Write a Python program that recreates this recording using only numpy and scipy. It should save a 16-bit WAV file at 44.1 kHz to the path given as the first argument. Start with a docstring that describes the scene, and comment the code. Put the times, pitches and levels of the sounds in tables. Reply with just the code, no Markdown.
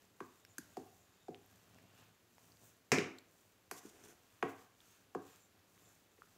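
"""Soft, dull knocks and a sticky rustle come first: a wooden spoon stirs thick, steaming food in a
stainless steel pot on a stone counter, in a small kitchen with hard walls. The food muffles the
knocks on the pot's wall. One rap on the bare rim, to shake off a lump, clangs and leaves the steel
ringing; then the spoon scrapes along the side and stirs on. All the while the food rustles, hisses
on the hot steel and pops faintly, with thin whistles of steam over a quiet room."""
import sys
import numpy as np
from scipy import signal
from scipy.fft import rfft, irfft
from scipy.io import wavfile
from scipy.ndimage import map_coordinates

SR = 44100
rng = np.random.default_rng(int(sys.argv[2]) if len(sys.argv) > 2 else 0)


def inscribe(sig):
    """Save sig as 16-bit PCM at rate SR to the path in sys.argv[1].

    A 1-D sig is mono; a 2-D sig holds one channel per row.
    Samples are clipped to [-1, 1] before scaling.
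    """
    pcm = np.round(np.clip(np.atleast_2d(sig).T, -1, 1) * 32767)
    wavfile.write(sys.argv[1], SR, pcm.astype(np.int16))


N = 280917
T = np.arange(int(SR * .7)) / SR  # the clock for one short sound [s]

# Each knock on the wall; the spot struck sets how strong each of the wall's four tones is:
# (time [s], thud level [dB], thud pitch [ratio], tone 1 [dB], tone 2 [dB], tone 3 [dB], tone 4 [dB],
#  crack level [dB], room echo [dB])
WALL_KNOCKS = [(0.2038, -49, 0.96, -60.5, -51.5, -59.5, -65, -68, -7.5),
               (0.582, -53.5, 0.72, -99, -68, -52.5, -66, -50, -14),
               (0.7691, -46.5, 0.97, -49, -62.5, -86, -73, -63.5, -8.5),
               (1.2828, -47, 1.005, -53.5, -72, -81, -89, -72, -6),
               (3.712, -53.5, 1.06, -55, -53.5, -56.5, -56.5, -50.5, -7),
               (3.8458, -55, 0.8, -80, -77, -96, -91, -77, -13),
               (4.426, -37.5, 1.02, -41, -42, -46, -47, -60, -6.5),
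               (5.1484, -41.5, 1.035, -48.5, -49.5, -57.5, -67.5, -67.5, -8),
               (6.181, -68.5, 1.1, -84, -99, -93, -82, -87, -13)]
# The wall's tones, cut short by the food: (pitch [Hz], time to fade by 60 dB [s])
WALL_TONES = [(735, 0.026), (1090, 0.012), (1590, 0.011), (2150, 0.0019)]
# The tone colour of wood cracking on steel, before tilting: (frequency [Hz], level [dB])
CRACK_COLOUR = [(1500, -18), (3700, -13), (4650, -2.5), (5400, -3.5), (6700, 2), (9500, -7.5),
                (11500, -0.5), (15500, -13)]
# The wooden spoon's own tones: (base pitch [Hz], relative level [dB], fade time [s])
SPOON_TONES = [(2313, -2, 0.011), (2850, 1, 0.0058), (3860, -5.5, 0.0062)]
def knocks():
    """The spoon hits the wall: the steel rings briefly, the wood cracks, and the pot's base thuds."""
    out = np.zeros(N)
    for time, thud_db, thud_pitch, *wall_db, crack_db, room_db in WALL_KNOCKS:
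        wall = sum(amp(db) * ring([(hz, 0, fade)], attack=0.0013)
                   for (hz, fade), db in zip(WALL_TONES, wall_db))
        add(out, time, kitchen(wall, room_db))
        tilt = 0.44 * (crack_db + 50)  # dB per octave: a harder hit sounds brighter
        spectrum = [(hz, db + tilt * np.log2(hz / CRACK_COLOUR[0][0])) for hz, db in CRACK_COLOUR]
        add(out, time, amp(crack_db) * crack(spectrum, fade=0.02, room_db=room_db + 12.5, pot_db=8.5))
        # the spoon's clack is louder when the wall's highest tone is
        clack = amp(wall_db[-1] - 3.5) * ring(SPOON_TONES, attack=0.00032, pitch=0.846)
        add(out, time + 0.002105, kitchen(clack, room_db))
        jolt = amp(thud_db) * thud(attack=0.0027, pitch=thud_pitch)
        add(out, time + 0.00582, kitchen(jolt, room_db + 0.5))
    return out


# The rap on the rim and its bounce:
# (time [s], clang level [dB], clack level [dB], ring level [dB], thud level [dB], thud delay [s])
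RIM_RAPS = [(2.9182, -28, -49.5, -41.5, -34, .0065), (2.9843, -42.5, -41, -69.5, -33.5, -.0045)]
# The tone colour of the clang: (frequency [Hz], level [dB])
CLANG_COLOUR = [(100, -34), (550, -1), (850, -8), (1200, -5), (1700, -3.5), (2350, 1.5), (2750, -5.5),
                (3100, -13.5), (3900, -18), (5200, -9), (6500, -9), (8000, -17), (9700, -24.5),
                (15000, -31)]
# The long tones of the pot's steel shell: (pitch [Hz], relative level [dB], fade time [s])
SHELL_TONES = [(149.4, -4, 0.29), (248, 3, 0.46), (354, -8.5, 0.65), (438, 6, 0.2), (728, 7.5, 0.4),
               (1086, -5, 0.35), (1330, -22, 0.51), (1863, -6, 0.18), (2030, -7, .3), (2025, -11, .33),
               (2160, -23, .4), (2230, -23, .27), (2530, -3, 0.28), (2355, -5, 0.23), (2760, -17, .28),
               (5730, -19.5, .2), (5666, -12, .22), (6090, -1, 0.17)]
def rim_raps():
    """The bare rim clangs and sets the whole shell ringing while the pot jolts on the counter."""
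    out = np.zeros(N)
    for time, clang_db, clack_db, shell_db, thud_db, delay in RIM_RAPS:
        clang = amp(clang_db) * crack(CLANG_COLOUR, fade=0.041, room_db=1, pot_db=1)
        clack = amp(clack_db) * ring(SPOON_TONES, attack=0.00071)
        shell = amp(shell_db) * ring(SHELL_TONES, attack=0.009)
        add(out, time, clang + kitchen(clack, room_db=-7.5) + shell)
        jolt = amp(thud_db) * thud(attack=0.0036, pitch=0.98)
        add(out, time + delay, kitchen(jolt, room_db=-3.5))
    # the first hit also booms in the counter
    boom = amp(-37) * ring([(146, 6.5, 0.14), (162, -5.5, 0.066), (263.5, -6, 0.25)], attack=0.0016)
    add(out, RIM_RAPS[0][0] + .002, kitchen(boom, room_db=-9))
    return out


def crack(spectrum, fade, room_db, pot_db):
    """A hard hit makes one sharp click, then quick echoes inside the pot, then the room's echo."""
    click = np.arange(len(T)) == round(.0006 * SR)
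    echoes = burst(fade) * (1 - np.exp(-T / .0008))
    in_pot = amp(pot_db) * echoes / np.linalg.norm(echoes)
    return unit_hit(colour(click + in_pot + amp(room_db) * room_echo(), spectrum))


# The full pot rocking on its base: (base pitch [Hz], relative level [dB], fade time [s])
ROCKING_TONES = [(102.4, -36, 0.6), (162.3, -21, 0.096), (271.7, -17.5, 0.13), (361, 1.5, 0.023),
                 (408, -2, 0.028)]
def thud(attack, pitch):
    """The pot rocks back and forth quickly: a short thud with little deep bass."""
    rocking = ring(ROCKING_TONES, attack, pitch)
    return unit_hit(signal.sosfilt(signal.butter(2, 110, "high", fs=SR, output="sos"), rocking))


# The spoon's pushes along the wall: (loudest time [s], length [s], rub level [dB], grit level [dB])
SCRAPE_PUSHES = [(3.781, 0.024, -67, -57), (3.86, 0.042, -65, -64.5), (3.896, 0.014, -75, -63),
                 (3.987, 0.18, -66, -72), (4.052, 0.021, -62, -63), (4.097, .055, -63.5, -66)]
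# The tone colour of the low rubbing: (frequency [Hz], level [dB])
RUB_COLOUR = [(100, -8), (250, -4.5), (400, 3.5), (580, -10.5), (750, -7.5), (1100, -13.5), (1550, -9),
              (2000, -14.5), (2800, -14.5), (4500, -42), (8000, -50)]
# The tone colour of the gritty crust: (frequency [Hz], level [dB])
GRIT_COLOUR = [(1760, -52), (2900, -11), (3650, -11), (4470, -14.5), (5960, -5.5), (7380, -5.5),
               (7800, -10), (8880, -7.5), (9710, -15), (11000, -11.5), (14800, -16), (15500, -15.5)]
def scrape():
    """The spoon's edge sticks and slips over the crust on the wall, making the shell ring faintly."""
    time, length, *levels = np.transpose(SCRAPE_PUSHES)
    rub_gain, grit_gain = [swells(zip(time, length, db), fall=0.77) for db in levels]
    rub = rub_gain * grains(RUB_COLOUR, per_second=1200, spread_db=-0.5)
    grit = grit_gain * grains(GRIT_COLOUR, per_second=11000, spread_db=2.5)
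    tones = ring(SHELL_TONES, attack=0.0012)
    shell = signal.fftconvolve(grit + 0.47 * rub, tones / np.linalg.norm(tones))[:N]
    return kitchen(rub + grit, room_db=-8.5) + amp(-15) * shell


# The spoon's strokes through the food:
# (middle time [s], length [s], relative churn [dB], relative rustle [dB], relative hiss [dB])
STIR_STROKES = [(0.02, 0.11, -67.5, -77.5, -78), (0.293, 0.19, -70, -78, -76),
                (0.718, 0.33, -64.5, -74.5, -73.5), (0.953, 0.11, -87, -83, -75.5),
                (1.136, 0.13, -66.5, -76, -96), (1.564, 0.33, -70, -74.5, -77),
                (1.79, 0.17, -62.5, -73.5, -80), (1.996, 0.13, -61.5, -69.5, -74),
                (2.454, 0.17, -65, -77.5, -72), (2.654, 0.1, -62.5, -74, -67.5),
                (3.394, 0.17, -72, -85, -76), (4.277, 0.43, -69.5, -76.5, -78.5),
                (4.499, 0.028, -75, -66, -63), (4.6, 0.071, -66, -70, -72), (4.898, .17, -74, -72, -71.5),
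                (5.308, 0.15, -69, -69.5, -70), (5.586, .1, -69, -78.5, -95), (5.85, 0.23, -68, -76, -73),
                (6.335, 0.29, -72.5, -78.5, -76)]
# The tone colour of the thick food churning: (frequency [Hz], level [dB])
CHURN_COLOUR = [(41, -48), (70, -4), (107, 2), (372, -9), (570, -12.5), (718, -7.5), (874, -18),
                (1100, -14), (1430, -42.5), (2420, -120)]
# The tone colour of its grains rustling: (frequency [Hz], level [dB])
RUSTLE_COLOUR = [(470, -33.5), (800, -8), (1350, 0.5), (1500, -0.5), (2140, -6), (2700, -2.5),
                 (5500, -10.5), (7150, -37), (12100, -120)]
# The tone colour of wet food on hot steel: (frequency [Hz], level [dB])
HISS_COLOUR = [(2350, -21), (4000, -13), (5280, -10), (5980, -1.5), (7130, -2.5), (8890, -5.5),
               (9570, -11.5), (11500, -6.5), (14900, -8), (15500, -6)]
def stirring():
    """With each stroke the food churns, rustles, and hisses and crackles on freshly bared hot steel."""
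    time, length, *levels = np.transpose(STIR_STROKES)
    resting_db = (-74, -82.5, -81.5)  # relative churn, rustle and hiss between strokes
    churn_gain, rustle_gain, hiss_gain = [np.hypot(amp(rest), swells(zip(time, length, db)))
                                          for db, rest in zip(levels, resting_db)]
    churn = amp(-7.5) * churn_gain * grains(CHURN_COLOUR, per_second=240, spread_db=-2.5)
    rustle = amp(-2.5) * rustle_gain * grains(RUSTLE_COLOUR, per_second=3000, spread_db=1)
    sizzle = amp(-1.5) * grains(HISS_COLOUR, per_second=12000, spread_db=2.6)
    crackle = amp(-4.5) * grains(HISS_COLOUR, per_second=320, spread_db=1)
    return kitchen(churn + rustle + hiss_gain * (sizzle + crackle), room_db=-5)


# Small sticky pops: (time [s], peak level [dB], pitch [Hz], life [cycles], snap against tone [dB])
FOOD_POPS = [(0.021, -58, 5700, 1.7, -3), (0.4503, -42.5, 2340, 0.41, 7.5), (1.346, -41.5, 2850, 0.73, -24),
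             (1.462, -53, 13000, 2, -14), (1.746, -52, 6100, 0.69, -9), (1.786, -52, 1790, 0.37, 6),
             (2.382, -48.5, 860, 0.53, -4), (2.52, -56, 4660, 3, -22), (2.571, -54, 4740, 1.7, -6),
             (3.1852, -45, 4090, 2, -11), (3.1872, -48.5, 7330, 5.9, -3), (4.039, -49, 5900, 2.8, -8),
             (4.805, -52, 3540, 2.2, -17), (5.778, -56.5, 2010, .7, -8), (6.22, -45, 1330, 1.3, -26)]
# The tone colour of a pop's snap: (frequency [Hz], level [dB])
SNAP_COLOUR = [(1000, -23), (1600, 6.5), (3600, -6), (4400, -11), (5500, 3), (6600, -28), (7400, -1.5),
               (9000, -23), (10800, -10), (15000, -14)]
def pops():
    """Little pockets of steam in the sticky food snap open, each with a very short tone."""
    out = np.zeros(N)
    for time, db, hz, cycles, snap_db in FOOD_POPS:
        fading = np.exp(-T * hz / cycles)
        pocket = np.sin(2 * np.pi * hz * T) * fading * (1 - fading)
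        snap = colour(burst(fade=0.0039), SNAP_COLOUR)
        pop = unit_hit(pocket) + amp(snap_db) * unit_hit(snap)
        add(out, time, amp(db) * pop / np.abs(pop).max())
    return kitchen(out, room_db=-15)


# The tone colour of seeping steam: (frequency [Hz], level [dB])
STEAM_COLOUR = [(2500, -28), (3400, -12), (3700, -3), (4050, -18), (6000, -13), (6600, -3), (7300, 0),
                (7800, -9), (9000, -28)]
# Thin whistles of steam: (middle time [s], length [s], level before wavering [dB], pitch [Hz])
STEAM_WHISTLES = [(0.398, 0.066, -78.5, 7000), (0.425, 0.18, -82, 3650), (0.507, 0.04, -72, 7000),
                  (0.685, 0.22, -80, 6930), (1.15, 0.42, -86.5, 7060), (1.237, 0.1, -81.5, 3660),
                  (1.92, 0.25, -81, 2770), (4.91, .14, -79, 6360), (5.35, 0.19, -77.5, 7240),
                  (5.887, 0.082, -76, 7200)]
def steam():
    """Steam seeps out under the food and now and then squeezes through a gap in a wavering whistle."""
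    out = amp(-87.5) * grains(STEAM_COLOUR, per_second=5200, spread_db=8.5)
    width = 0.032  # a whistle is noise within this share of its pitch, either side
    for time, length, db, hz in STEAM_WHISTLES:
        band = signal.butter(2, [hz * (1 - width), hz * (1 + width)], "band", fs=SR, output="sos")
        whistle = signal.sosfilt(band, rng.standard_normal(N))
        out += swells([(time, length, db)]) * unit(whistle)
    return out * amp(2.5 * wobble(per_second=24))


# How long the kitchen's echo lasts: (frequency [Hz], fade time [s])
ECHO_FADES = [(100, 0.42), (300, 0.34), (1000, 0.49), (2500, 0.42), (6000, 0.34), (14000, 0.24)]
def room_echo():
    """Sound bounces between the hard walls and blurs into a short tail, scaled to energy 1."""
    hz, t, bands = signal.stft(rng.standard_normal(len(T)), SR, nperseg=256)
    fading = np.exp(-np.log(1000) * t / value_at(ECHO_FADES, hz)[:, None])
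    tail = signal.istft(bands * fading, SR, nperseg=256)[1][:len(T)]
    tail *= 1 - np.exp(-(T / 0.0037) ** 2)  # the echo takes a moment to build
    return tail / np.linalg.norm(tail)


def kitchen(x, room_db):
    """A sound together with its echo from the kitchen walls."""
    return x + amp(room_db) * signal.fftconvolve(x, room_echo())[:len(x)]


# The tone colour of the quiet room: (frequency [Hz], level [dB])
ROOM_COLOUR = [(20, -3.5), (45, -7), (70, -0.5), (110, -4), (350, -1), (700, -7.5), (1600, -10),
               (5000, -16), (7200, -21.5), (9500, -23.5), (11200, -18), (15500, -22)]
def quiet_room():
    """A faint, steady hush lies behind everything."""
    return amp(-73) * unit(colour(rng.standard_normal(N), ROOM_COLOUR))


def amp(db):
    """Turn decibels into a number to multiply by."""
    return 10 ** (np.asarray(db) / 20)


def unit(x):
    """Scale a sound to an average strength (rms) of 1."""
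    return x / np.sqrt(np.mean(x ** 2) + 1e-20)


def unit_hit(x):
    """Scale a hit to the energy of 25 ms of sound at strength 1."""
    return x * np.sqrt(SR / 40 / np.sum(x ** 2))


def value_at(points, hz):
    """Read between (frequency, value) points, with octaves evenly spaced."""
    freqs, values = np.transpose(points)
    return np.interp(np.log(hz + 1), np.log(freqs + 1), values)


def add(track, time, x):
    """Mix x into the track at a time in seconds."""
    start = max(0, round(time * SR))
    track[start:start + len(x)] += x[:N - start]


def colour(x, spectrum):
    """Filter x to give it a tone colour: some frequencies louder, others softer."""
    size = 8192
    db = np.maximum(value_at(spectrum, np.fft.rfftfreq(size, 1 / SR)), -120)
    cepstrum = irfft(np.log(amp(db)))
    # fold the second half onto the first, so the filter never rings before the sound arrives
    cepstrum[1:size // 2] *= 2
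    cepstrum[size // 2 + 1:] = 0
    response = irfft(np.exp(rfft(cepstrum)))
    return signal.fftconvolve(x, response)[:len(x)]


def ring(tones, attack, pitch=1):
    """A struck thing's tones swell over the attack time [s], then each drops 60 dB per fade time."""
    x = sum(amp(db - 60 * T / fade) * np.sin(2 * np.pi * pitch * hz * T) for hz, db, fade in tones)
    return unit_hit(x * (1 - np.exp(-T / attack)) ** 2)


def burst(fade):
    """Noise that drops by 60 dB in the fade time [s]."""
    return rng.standard_normal(len(T)) * np.exp(-np.log(1000) * T / fade)


def grains(spectrum, per_second, spread_db):
    """Many tiny snaps of uneven size at random times, scaled to strength 1."""
    sizes = rng.standard_normal(N) * amp(spread_db * np.minimum(rng.exponential(size=N), 4))
    happens = rng.random(N) < per_second / SR
    return unit(colour(sizes * happens, spectrum))


def swells(events, fall=1):
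    """A smooth hump of loudness per (time, length, level); fall is fading time over swelling time."""
    t = np.arange(N) / SR
    power = np.zeros(N)
    for time, length, db in events:
        rise = length / (1 + fall)
        width = np.where(t < time, rise, rise * fall)
        power += amp(db) ** 2 * np.exp(-((t - time) / width) ** 2)
    return np.sqrt(power)


def wobble(per_second):
    """A smooth curve through evenly spaced random points."""
    points = rng.standard_normal(int(N * per_second / SR) + 4)
    return map_coordinates(points, [np.arange(N) * per_second / SR])


def scene():
    """The spoon, the pot and the food over the quiet room, in one channel."""
    return (quiet_room() + knocks() + rim_raps() + pops() + scrape() + stirring() + steam())[None]


def record(dry):
    """The recorder thins the deep bass and cuts off the very highest treble."""
    low_hz, top_hz = 45.7, 15600
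    thinned = signal.sosfilt(signal.butter(1, low_hz, "high", fs=SR, output="sos"), dry)
    return signal.sosfilt(signal.ellip(10, .1, 70, top_hz, fs=SR, output="sos"), thinned)


dry = scene()
out = record(dry)
inscribe(out)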